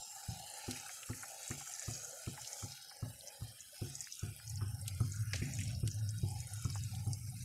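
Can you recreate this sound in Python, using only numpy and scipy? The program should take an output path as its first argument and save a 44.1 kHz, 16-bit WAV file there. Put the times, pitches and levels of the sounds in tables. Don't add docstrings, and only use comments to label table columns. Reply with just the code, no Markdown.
import sys
import numpy as np
from scipy import signal
from scipy.io import wavfile
from scipy.ndimage import uniform_filter1d

SR = 44100
rng = np.random.default_rng(int(sys.argv[2]) if len(sys.argv) > 2 else 0)


def log_audio(samples):
    frames = np.atleast_2d(samples).T
    limited = np.clip(frames, -1, 1)
    pcm = np.round(limited * 32767).astype(np.int16)
    wavfile.write(sys.argv[1], SR, pcm)


def to_linear_factor(level_db):
    exponent = np.asarray(level_db, float) / 20
    return 10 ** exponent


N = 328104

# start_s [s], boil_db [dB], sizzle_db [dB]
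SIMMER = [(0, -3, 1.5), (.3, 3.5, -2.5), (.75, 5, 2.5), (1.199, 4.5, 1.5), (1.55, 3.5, 4.5),
          (1.95, -2.5, 7.5), (2.25, 0.5, -0.5), (2.6, 1.5, 6.5), (2.85, -2, -6), (3.6, 0, -7),
          (4.152, -1.5, -1.5), (4.652, -1, -11.5), (5.1, -3, -0.5), (5.5, 1, -3.5), (5.95, -2, -13.5),
          (6.7, -5.5, 3.5), (7.0, 2.5, -9), (7.44, -3, -2)]


def evened(x):
    return x / np.sqrt(np.mean(x ** 2) + 1e-20)


def read(points, hz):
    f, value = np.transpose(points)
    return np.interp(np.log(hz + 1), np.log(f + 1), value)


def add(mix, s, sound):
    part = mix[round(s * SR):][:len(sound)]
    part += sound[:len(part)]


def grid(size):
    return np.fft.rfftfreq(size, 1 / SR)[:, None], np.arange(4 * N // size + 5) * size / 4 / SR


def noise(field_db, size):
    a, b = rng.standard_normal(field_db.T.shape + (2,)).T
    spectrum = (a + 1j * b) * to_linear_factor(field_db)
    x = signal.istft(spectrum, nperseg=size, noverlap=3 * size // 4)[1][:N]
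    return x * np.sqrt(4 / 3 / size)


def patches(size, wide_hz, long_s):
    hz, t = grid(size)
    z = rng.standard_normal((len(t), len(hz))).T
    for axis, span in enumerate([wide_hz * size / SR, long_s * 4 * SR / size]):
        for _ in range(2):
            z = uniform_filter1d(z, max(1, round(span)), axis)
    return evened(z)


def kitchen(size=2048):
    # pitch_hz [Hz], level_db [dB per Hz]
    floor = [(25, -18), (100, 11.5), (200, 2), (420, -7), (600, -68)]
    hz, t = grid(size)
    colour_db = read(floor, hz) - 40 * (hz > 900)
    return to_linear_factor(-69.5) * evened(noise(colour_db + 0 * t, size))


def flame(size=2048):
    # start_s [s], level_db [dB], upper_db (share of the upper range) [dB]
    flutter = [(4.4, -71, 2), (4.48, -47, -30), (4.6, -45, 6), (4.77, -47, 5), (4.83, -44.5, -8),
               (5.09, -48, 7), (5.14, -54, 2), (5.201, -41, -4), (5.48, -47.5, 9.5), (5.62, -39.5, 7),
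               (5.9, -44.5, -6), (5.998, -47.5, 4.5), (6.29, -46.5, 6), (6.4, -46, -6), (6.55, -51, -17),
               (6.87, -40.5, -2), (7.209, -48, -1.5), (7.39, -46, -2.5)]
    # pitch_hz [Hz], level_db [dB per Hz]
    flame_colour = [(12, -67), (20, -56), (38, -12), (70, -28), (90, -4), (107, -1), (164, -12),
                    (214, -23.5), (276, -27.5), (420, -72), (550, -95), (920, -120)]
    hz, t = grid(size)
    s, level_db, upper_db = np.transpose(flutter)
    lift_db = np.interp(t, s, upper_db) * np.clip((hz - 130) / 80, 0, 1)
    boom_db = 6.6 * np.exp(-((hz - 103) / 9) ** 2)
    lumps_db = 2.0 * patches(size, 50, .08)
    x = evened(noise(read(flame_colour, hz) + lift_db + boom_db + lumps_db, size))
    x = evened(x / (0.16 + uniform_filter1d(x ** 2, size=1200)) ** 0.37)
    drift = uniform_filter1d(rng.standard_normal(N), size=2000)
    gusts_db = 1.4 * evened(uniform_filter1d(drift, size=2000))
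    course_db = np.interp(np.arange(N) / SR, [s[0] - .04, *s], [-100, *level_db])
    return x * to_linear_factor(gusts_db + course_db)


def hoots():
    # middle_s [s], length_s [s], peak_db [dB], pitch_hz [Hz]
    catches = [(4.658, 0.084, -34.5, 103.1), (4.748, 0.041, -33.5, 103.7), (4.946, 0.077, -42, 98.2),
               (5.098, 0.065, -38.5, 96.4), (5.205, 0.12, -36.5, 104.5), (5.301, 0.13, -33.5, 103.5),
               (5.609, .1, -37.5, 102.3), (5.77, 0.062, -35, 94.8), (6.025, 0.19, -32.5, 105.6),
               (6.16, 0.081, -43, 104), (6.546, 0.09, -39.5, 99.1), (6.877, 0.072, -39.5, 110),
               (7.001, 0.13, -41, 117), (7.273, 0.066, -41, 110.8), (7.373, 0.0892, -39.5, 113.4),
               (5.362, .06, -54, 262), (5.448, .08, -43.5, 243.6), (5.6, .12, -50, 152.2),
               (5.399, 0.0994, -41, 72), (2.428, 0.0395, -50, 117.5), (6.401, 0.09, -44, 76)]
    out, t = np.zeros(N), np.arange(N) / SR
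    swell, pull, waver = np.zeros((3, N)) + [[1e-6], [1e-4], [0]]
    for (s, length, db, hz), turn in zip(catches, rng.random(len(catches))):
        at = np.arange(0, 1.694 * length, 1 / SR)
        start = s - .8 * length
        wobble = 0.82 * np.sin(55 * at + 9 * turn)
        throb_db = 2.5 * np.sin(95 * at + 20 * turn)
        shape = to_linear_factor(db - 2.0) * np.hanning(len(at)) * to_linear_factor(throb_db)
        if 90 < hz < 125:
            add(swell, start, shape)
            add(pull, start, shape * hz)
            add(waver, start, shape * wobble)
        else:
            add(out, start, shape * np.sin(2 * np.pi * (hz * at + turn) + wobble))
    phase = 2 * np.pi * np.cumsum(pull / swell) / SR
    return out + swell * np.sin(phase + waver / swell), swell


def strike_counter(blows, tails_db):
    # pitch_hz [Hz], level_db [dB], t60_s [s]
    counter = [
        [(74.1, -18.5, 0.68), (102.3, -11, 0.61), (113, 4, 0.12), (107.2, 10, 0.069)],
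        [(137.76, -2.5, 0.5), (166, -4, 0.215)],
        [(247.2, 12.5, 0.13), (336.7, 15, 0.064), (392, -0.5, 0.13), (474.6, -5, 0.19), (718, -7.5, 0.21)],
        [(1080, 2.5, 0.031), (1280, 6.5, 0.03)],
    ]
    rise_s = [0.0036, 0.0027, 0.0031, 0.0019]
    lag_s = 0.001915
    out, t = np.zeros(N), np.arange(SR // 2)[:, None] / SR
    hz, mode_db, t60 = np.transpose(sum(counter, []))
    group = np.repeat(np.arange(len(counter)), [len(g) for g in counter])
    rise = 1 - np.exp(-t / np.array(rise_s)[group])
    chances = rng.standard_normal((len(blows), 2, len(hz)))
    for (s, db, *groups_db), tail_db, (a, b) in zip(blows, tails_db, chances):
        strike_db = np.array([0, *groups_db])[group] + mode_db + 1.5 * b
        slow_db = tail_db * (t60 > .2)
        decay_db = -60 * t / (t60 * to_linear_factor(0.74 * np.clip(a, -2, 1)))
        mode_hz = hz * (1 + 0.024 * np.clip(a, -1.2, 1.2))
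        modes = to_linear_factor(strike_db + slow_db + decay_db) * np.sin(2 * np.pi * mode_hz * t) * rise
        blow = modes.sum(1)
        room = rng.standard_normal(len(t)) * to_linear_factor(-60 * t[:, 0] / 0.31) * (t[:, 0] > .012)
        smear = signal.fftconvolve(blow, room / np.linalg.norm(room))[:len(t)]
        blow = blow + to_linear_factor(tail_db - 7.0) * smear
        add(out, s + lag_s * (s > 0), to_linear_factor(db - 1.35) * blow / abs(blow).max())
    return out


def pounding():
    # start_s [s], peak_db [dB], then upper_boom_db, knock_db, clack_db [dB below the blow]
    blows = [(.2853, -31.5, -6, -28.5, -29), (.6792, -32, -0.5, -4.5, -9), (1.0962, -31, -5, -9.5, -10.5),
             (1.502, -32.5, -3, -7.5, -3.5), (1.8786, -31.5, -3.5, -13, -8), (2.271, -32, 4, -8, -9),
             (2.6351, -36, 1, -17, -17), (3.024, -29.5, -5, -18.5, -11.5), (3.4174, -33, -8.5, -30, -14.5),
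             (3.8146, -31, -1, -12, -15), (4.228, -30, -7, -14, -16.5), (4.615, -33, -11, -14, -4.5),
             (5.0036, -23, -11, -21.5, -13), (5.4159, -28.5, 7.5, -12.5, -21),
             (5.83, -23.5, -12, -22.5, -27), (6.2299, -25, -3, -20, -32), (6.6489, -25.5, -13, -19, -9),
             (7.0653, -28, -9, -19.5, -20)]
    faint_blow = (-0.5, -56, 3, -23, -43)
    tails_db = [2.5, -1, -2, -1, 0.5, -3, -4, 0.5, -0.5, 1.5, 3.5, -0.5, 0.5, -1.5, -0.5, 0.5, 1, 2.5, 4]
    grazes = [
        (2.6245, -41.5, 0.0085, -12, 2),
        (3.404, -48, 0, -15, -20),
    ]
    return strike_counter(blows + [faint_blow], tails_db) + strike_counter(grazes, [-6, -6])


def ring(hz, width_hz):
    # delay_s [s], level_db [dB]
    echoes = [(.0011, -17.5), (.0021, -13), (.0033, -19), (.0052, -22)]
    t = np.arange(SR // 50) / SR
    u = 1.6 * np.pi * np.clip(width_hz, 150, 9000) * t
    tick = u ** 2 * np.exp(-u) * np.sin(2 * np.pi * hz * t)
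    echo = (u / 2) ** 2 * np.exp(-u / 2) * np.sin(2 * np.pi * 0.837 * hz * t)
    out = tick.copy()
    for (s, db), (a, b) in zip(echoes, rng.random((len(echoes), 2))):
        add(out, s * (0.95 + 0.43 * a), np.sign(b - .5) * to_linear_factor(db) * echo)
    return out / abs(out).max()


def spray(white, low_hz, high_hz, t60):
    band = signal.butter(3, [low_hz, min(high_hz, .45 * SR)], "bandpass", fs=SR, output="sos")
    grain = to_linear_factor(2.4 * evened(uniform_filter1d(white[::-1], size=90)))
    decay = to_linear_factor(-60 * np.arange(len(white)) / SR / t60)
    return evened(signal.sosfilt(band, white * grain)) * decay


def ticks():
    # start_s [s], peak_db [dB], pitch_hz [Hz]
    fat_ticks = [(0.5002, -39, 8760), (1.0607, -37, 9900), (1.6, -38, 9200), (1.722, -37, 9850),
                 (1.743, -41, 10700), (1.751, -37, 5960), (1.762, -42, 10500), (1.861, -35, 6070),
                 (1.953, -36, 5400), (1.978, -38.5, 5540), (2.018, -37, 6450), (2.096, -40, 10600),
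                 (3.191, -42.5, 9300), (4.364, -36.5, 11100), (4.4964, -34.5, 10850), (5.004, -35, 10200),
                 (5.0978, -41, 9070), (5.5882, -37, 9080), (5.68, -35.5, 8500), (5.7143, -37.5, 8040),
                 (6.107, -35, 9400), (6.1808, -38, 9260), (6.404, -41, 10500), (6.6253, -38.5, 10500),
                 (7.1322, -29, 9100), (7.394, -40.5, 10100), (.464, -38, 9900), (0.799, -36, 6500),
                 (.862, -45.5, 1500), (0.867, -40, 8800), (1.494, -37, 6900), (1.672, -46, 1490),
                 (2.263, -43.5, 2680), (2.278, -42, 9300), (3.209, -40.5, 4200), (3.8993, -36, 9300),
                 (6.3123, -37, 8950)]
    out = np.zeros(N)
    for s, db, hz in fat_ticks:
        add(out, s, to_linear_factor(db) * ring(hz, 0.15 * hz))
    return out


def spatter(per_s=700, spread_db=3.0, level_db=-53, count=8):
    sizzle_db = np.interp(np.arange(N) / SR, *np.transpose(SIMMER)[[0, 2]])
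    burst = to_linear_factor(spread_db * np.minimum(rng.exponential(1, N), 3.5))
    size = burst * (rng.random(N) < per_s * to_linear_factor(.8 * sizzle_db) / SR)
    kind, out = rng.integers(0, count, N), np.zeros(N)
    for k, hz in enumerate(np.geomspace(5600, 8200, count)):
        out += signal.oaconvolve(size * (kind == k), ring(hz, 0.44 * hz))[:N]
    return out * to_linear_factor(level_db + 0.29 * sizzle_db)


def blips():
    # start_s [s], peak_db [dB], pitch_hz [Hz]
    bubbles = [(0.159, -45, 790), (0.313, -51, 830), (0.353, -48, 813), (0.457, -48, 848), (0.53, -58, 810),
               (0.636, -42, 850), (0.681, -45, 787), (0.893, -45.5, 742), (1.096, -48, 859),
               (1.231, -44, 800), (1.379, -63, 650), (1.428, -53, 743), (1.505, -46, 756),
               (1.607, -42.5, 790), (1.691, -47, 742), (1.89, -44, 724), (2.03, -51, 720),
               (2.376, -41.5, 852), (2.534, -54, 846), (2.776, -53, 820), (2.91, -49, 810),
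               (3.033, -60, 589), (3.055, -46, 615), (3.724, -49, 597), (3.817, -50, 509),
               (4.399, -56, 830), (4.819, -53, 552), (5.003, -67, 500), (5.332, -47.5, 803),
               (5.83, -51.5, 505), (6.232, -48, 690), (6.355, -49, 824), (6.508, -48, 749),
               (6.755, -50, 775), (6.931, -47, 767), (7.322, -50, 750), (2.79, -54, 810), (6.57, -56, 740),
               (6.96, -50, 780)]
    length_s, climb = 0.03, 0.041
    out, t = np.zeros(N), np.arange(0, length_s, 1 / SR)
    shape = np.sin(np.pi * (t / length_s) ** 0.61) ** 2
    for s, db, hz in bubbles:
        tone = np.sin(2 * np.pi * hz * t * (1 + climb * (t / length_s - 1)))
        add(out, s, to_linear_factor(db - 8.0) * shape * tone)
    return out


def pops():
    # start_s [s], peak_db [dB], pitch_hz [Hz]
    bubble_pops = [(0.5384, -32, 8900), (1.0946, -37, 7280), (1.2262, -32, 8750), (1.4308, -31, 7500),
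                   (1.4786, -27.5, 7700), (1.5072, -27, 7070), (1.676, -30.5, 6960), (1.738, -28, 6460),
                   (1.7952, -29, 6900), (1.8243, -29.5, 7000), (1.91, -30, 7200), (1.9365, -29, 5800),
                   (2.047, -29.5, 7100), (2.109, -33.5, 7200), (2.417, -33, 7000), (2.446, -37, 4830),
                   (2.4757, -28, 6260), (2.5305, -27, 6530), (2.72, -34, 5300), (2.896, -35.5, 5530),
                   (3.274, -34, 6000), (3.283, -31.5, 6140), (3.6056, -32, 6860), (3.954, -26, 6700),
                   (4.0064, -24, 6900), (4.0428, -32.5, 5760), (4.124, -27, 5940), (4.1932, -30.5, 6600),
                   (4.152, -36, 5700),
                   (4.477, -32, 6300), (4.4992, -30, 6540), (4.8142, -33, 8650), (5.121, -30.5, 6960),
                  (5.161, -35.5, 7000), (5.3332, -27.5, 5540), (5.456, -33, 7100), (5.5364, -30.5, 6940),
                  (5.5876, -32, 6700), (5.635, -32.5, 6900), (5.75, -35, 5300), (5.914, -30.5, 6100),
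                  (6.091, -28.5, 6060), (6.186, -34.5, 5830), (6.2854, -36, 9100), (6.305, -34.5, 8250),
                  (6.4038, -32, 6840), (6.4716, -34, 9000), (6.536, -28, 8960), (6.66, -37, 6100),
                  (6.647, -29, 6650), (6.701, -31.5, 5500), (6.7494, -30.5, 7500), (6.7785, -35, 6300),
                  (6.837, -30, 7150), (6.9521, -35.5, 7270), (7.0738, -34, 8900), (7.1323, -28, 5700),
                  (7.301, -37.5, 8700), (7.425, -37, 9200),
                   (6.7348, -38, 6600), (4.557, -33, 7050), (4.574, -33, 5200), (4.681, -37, 8160),
              (4.7075, -43, 8850), (4.9477, -41, 8200), (5.3614, -30, 6080), (5.5124, -45, 6900),
              (5.552, -33, 7700), (5.5712, -33, 6520), (5.6049, -32.5, 7800), (5.6124, -35, 6900),
              (5.677, -38.5, 5200), (6.726, -35, 4900), (5.79, -46, 5540), (5.8009, -43, 9400),
              (5.9032, -39, 6550), (5.9444, -37, 8540)]
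    # start_s [s], peak_db [dB], pitch_hz [Hz], splash_db [dB against the ring]
    plops = [(0.7095, -31, 4330, -14), (0.8918, -46.5, 1530, 1), (1.09, -41, 1390, -16),
             (1.133, -37.5, 2010, -20), (1.232, -37.5, 1460, -8.5), (1.5123, -38, 1560, -8.5),
             (1.6084, -49, 1250, -3), (2.375, -53.5, 1210, 4), (2.447, -37.5, 3350, -14),
             (2.7746, -45, 2600, -25), (2.9126, -48, 1280, -9), (2.625, -42, 1300, -15),
             (4.071, -47.5, 1600, -6), (4.3998, -44, 1600, -41), (4.611, -41, 1250, -16),
             (4.8815, -34, 3740, -16), (5.004, -41, 1160, -28), (5.3332, -28.5, 2020, -11.5),
             (5.589, -35, 2330, -12), (5.612, -45, 2190, -2.5), (5.876, -52, 2734, -12),
             (1.817, -45.5, 1680, -7), (6.7564, -36.5, 1010, -13.5), (6.95, -38.5, 3570, -21)]
    # start_s [s], crack_db [dB], spray_db [dB], lowest_hz [Hz], t60_s [s]
    spits = [(5.334, -60, -49.5, 365, 0.15), (0.7106, -25, -37.5, 2110, 0.036),
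             (0.73, -45, -49, 1480, 0.02), (0.757, -50, -50, 1910, 0.16), (1.031, -38, -49, 1710, 0.041),
             (4.861, -45, -50.5, 2640, 0.029), (4.8797, -22.5, -31.5, 2460, 0.019),
             (5.3336, -46, -37, 1450, 0.066), (5.354, -52, -45, 1650, 0.24), (5.42, -55, -51, 1872, 0.66),
             (5.876, -25.5, -42, 2120, 0.046), (6.536, -48, -61, 6140, .03)]
    out, small = np.zeros(N), bubble_pops
    splashes_db = -21 - 2.5 * rng.standard_normal(len(small))
    rows = [(*row, splash_db) for row, splash_db in zip(small, splashes_db)] + plops
    for (s, db, hz, splash_db), white in zip(rows, rng.standard_normal((len(rows), SR // 20))):
        add(out, s, to_linear_factor(db - 3.0) * ring(hz, 450 + 0.07 * hz))
        splash = spray(white, max(0.954 * hz - 250, 700), 1.21 * hz + 500, 0.068)
        add(out, s, to_linear_factor(db + splash_db) * splash)
    for (s, crack_db, db, hz, t60), white in zip(spits, rng.standard_normal((len(spits), SR // 8))):
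        add(out, s, to_linear_factor(crack_db) * ring(7950, 3700))
        reach = np.clip(3.0 + .8 * (db + 48), 1.4, 4.7)
        add(out, s, to_linear_factor(db) * spray(white, hz, reach * hz, t60))
    return out


def layer_levels(t):
    # level_db (usual) [dB], boil_share [dB per dB], sizzle_share [dB per dB]
    layers = [
        (-66.5, 1.59, 0.015),
        (-61, 0.45, 0.28),
        (-59.5, 0.043, 0.034),
        (-60, 0.11, 0.76),
        (-58.5, 0.26, 0.16),
    ]
    s, boil_db, sizzle_db = np.transpose(SIMMER)
    boil, sizzle = np.interp(t, s, boil_db), np.interp(t, s, sizzle_db)
    return np.array([db + a * boil + b * sizzle for db, a, b in layers])


def crackle(per_s=220, spread_db=2.0, level_db=-56, count=12):
    burst = to_linear_factor(spread_db * np.minimum(rng.exponential(1, N), 4.0))
    size = burst * (rng.random(N) < per_s / SR)
    kind, out = rng.integers(0, count, N), np.zeros(N)
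    for k, hz in enumerate(np.geomspace(1500, 12500, count)):
        tilt_db = read([(1500, -10.0), (3500, -16), (6500, 4.0), (9500, 11.5), (12500, 4)], hz)
        out += signal.oaconvolve(size * (kind == k), to_linear_factor(tilt_db) * ring(hz, 0.21 * hz))[:N]
    fizz_db = layer_levels(np.arange(N) / SR)[3]
    return out * to_linear_factor(level_db + 0.42 * (fizz_db - fizz_db.mean()))


def simmer(size=1024):
    seams_hz = [980, 4750, 5950, 8000]
    # pitch_hz [Hz], level_db [dB per Hz]
    low_colour = [(240, -71), (400, -51), (498, -1.5), (587, -4), (751, -0.5), (854, 2), (1010, -36),
                  (1260, -9), (1460, 1.5), (1570, -4.5), (1770, -6.5), (1960, -11.5), (2270, -3.5),
                  (3100, -3.5), (3550, -6.5), (4620, -48), (7810, -120)]
    high_colour = [(2090, -46), (3550, -48), (3710, -3.5), (4050, -4), (4360, -3.5), (5130, -0.5),
                   (5710, -5.5), (6000, 2), (6390, 7), (7560, 3.5), (8250, -6), (11200, -6), (13200, -13.5),
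                   (14900, -17), (15800, -9)]
    # [dB, left aside]
    pan = [(800, 44, 0), (1260, 220, -3), (1740, 97, -4), (2010, 74, -3), (3750, 260, -4), (5170, 28, 0),
           (5540, 300, 0), (7700, 140, -1)]
    # start_s [s], level_db [dB over the boil]
    deep = [(0, 5), (.3, -4), (.6, -2.5), (1.0, -7), (1.3, -0.5), (1.7, 0.5), (2.05, 0), (2.45, 1),
            (2.8, -2.5), (3.1, 7.5), (3.4, 4), (3.62, -5.5), (4.1, 0), (4.8, -1), (5.2, 0), (5.65, 0),
            (6.4, 2.5), (7.2, -5.5)]
    # middle_s [s], length_s [s], change_db [dB], centre_hz [Hz], span [octaves]
    lulls = [(6.7, 0.098, -4, 7000, 0.55), (5.29, 0.087, -13, 7300, 0.18), (4.68, 0.27, -7, 4400, 0.22),
             (5.29, 0.18, -6, 3900, 0.42), (5.6, .3, 7, 6200, 0.17), (7.15, 0.38, -4, 3440, 0.37),
             (6.3, 0.21, -9, 1460, 0.23), (2.9, 0.31, -4.5, 8700, 0.51), (2.9, 0.29, 2.5, 5300, 0.64),
             (7.35, .12, -6, 6900, 0.35), (0.23, 0.38, -7, 520, 0.27), (2.043, 0.39, 13, 565, 0.41),
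             (2.555, 0.25, 10, 460, .4), (2.7, 0.24, -8, 280, .3), (3.22, 0.17, -7, 1210, 0.72),
             (5.6, 1, -6.5, 865, 0.19), (5.4, 0.19, 0, 1250, 0.27), (0.2, 0.54, 1, 1090, 0.6),
             (7.3, 0.26, -8, 1950, 0.11), (6.3, 0.12, 8, 880, 0.21), (4.15, 0.32, -14, 580, 0.18),
             (6.03, 0.6, 2, 2840, 0.35), (5.68, 0.12, 5.5, 2770, 0.63), (5.96, 0.14, 9.5, 6500, 0.16),
             (1.14, 0.68, -5, 3830, 0.45), (4.1, 0.12, -2, 10000, .15)]
    hz, t = grid(size)
    layer = np.searchsorted(seams_hz, hz[:, 0])
    colour_db = np.where(hz < 3500, read(low_colour, hz), read(high_colour, hz))
    colour_db = colour_db + sum(3.5 * np.exp(-((hz - f) / min(w, 120)) ** 2) for f, w, _ in pan)
    power = np.bincount(layer, to_linear_factor(2 * colour_db[:, 0])) / len(hz)
    colour_db = colour_db - 10 * np.log10(power[layer, None])

    level_db = layer_levels(t)[layer]
    blended = uniform_filter1d(colour_db + level_db, size=21, axis=0)
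    blended = blended - uniform_filter1d(colour_db, size=21, axis=0)
    level_db = np.where((hz > 3000) & (hz < 7400), blended, level_db)
    level_db = level_db + (layer[:, None] == 0) * np.interp(t, *np.transpose(deep))
    for s, length, db, centre_hz, octaves in lulls:
        away = (2 * (t - s) / length) ** 4 + (np.log2((hz + 1) / centre_hz) / octaves) ** 4
        level_db = level_db + db * np.exp(-away)

    depth_db = read([(600, 3.0), (2500, 3.55), (4300, 3.7), (5300, 2.3), (7900, 4.3), (8600, 2.6),
                     (12000, 0.7)], hz)
    streaks = patches(size, 90, 0.16)
    clouds = read([(700, 0.9), (2000, 0.65), (6000, 0.14)], hz) * patches(size, 600, 0.079)
    mottle_db = np.minimum(depth_db * (streaks + clouds), 4.5 * depth_db)
    flicker_db = 1.19 * evened(uniform_filter1d(rng.standard_normal(N), size=150))
    surge_db = read([(5000, 0.17), (9000, 1.2), (13000, 1.65)], hz) * patches(size, 5500, .015)
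    return noise(4.0 + colour_db + level_db + mottle_db + surge_db, size) * to_linear_factor(flicker_db)


def scene():
    boom, swell = hoots()
    flutter = flame() / np.sqrt(1 + (swell / to_linear_factor(-31.5)) ** 2)
    gravy = simmer() + crackle() + pops() + blips()
    fat = spatter() + ticks()
    return (kitchen() + flutter + boom + pounding() + fat + gravy)[None]


def top_cut(x):
    return signal.sosfilt(signal.butter(12, 16460, fs=SR, output="sos"), x)


def record(dry, size=512):
    hz, t, z = signal.stft(dry, SR, nperseg=size, noverlap=3 * size // 4)
    hz = hz[:, None]
    power = uniform_filter1d(abs(z) ** 2, size=9, axis=2)
    usual = np.quantile(power[..., ::8], .3, axis=2, keepdims=True)
    keep = np.clip(1 - .5 * usual / (power + 1e-20), to_linear_factor(-11.5), 1)
    shut_s, shut_length_s, shut_db = 5.838, 0.012, -14
    keep = keep * to_linear_factor(shut_db * np.exp(-((t - shut_s) / shut_length_s) ** 2) * (hz > 3400))
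    z = z * np.where(hz < 8000, keep, 1)
    z = z * np.clip((15900 - hz) / 900, 0, 1) * (hz < 15750)
    z = z * (1 - 0.67 * np.exp(-((hz - 3550) / 90) ** 2))
    clean = signal.istft(z, SR, nperseg=size, noverlap=3 * size // 4)[1][:, :N]
    rumble_cut = signal.butter(2, 34, "highpass", fs=SR, output="sos")
    return top_cut(signal.sosfiltfilt(rumble_cut, clean))


dry = scene()
out = record(dry)
log_audio(out)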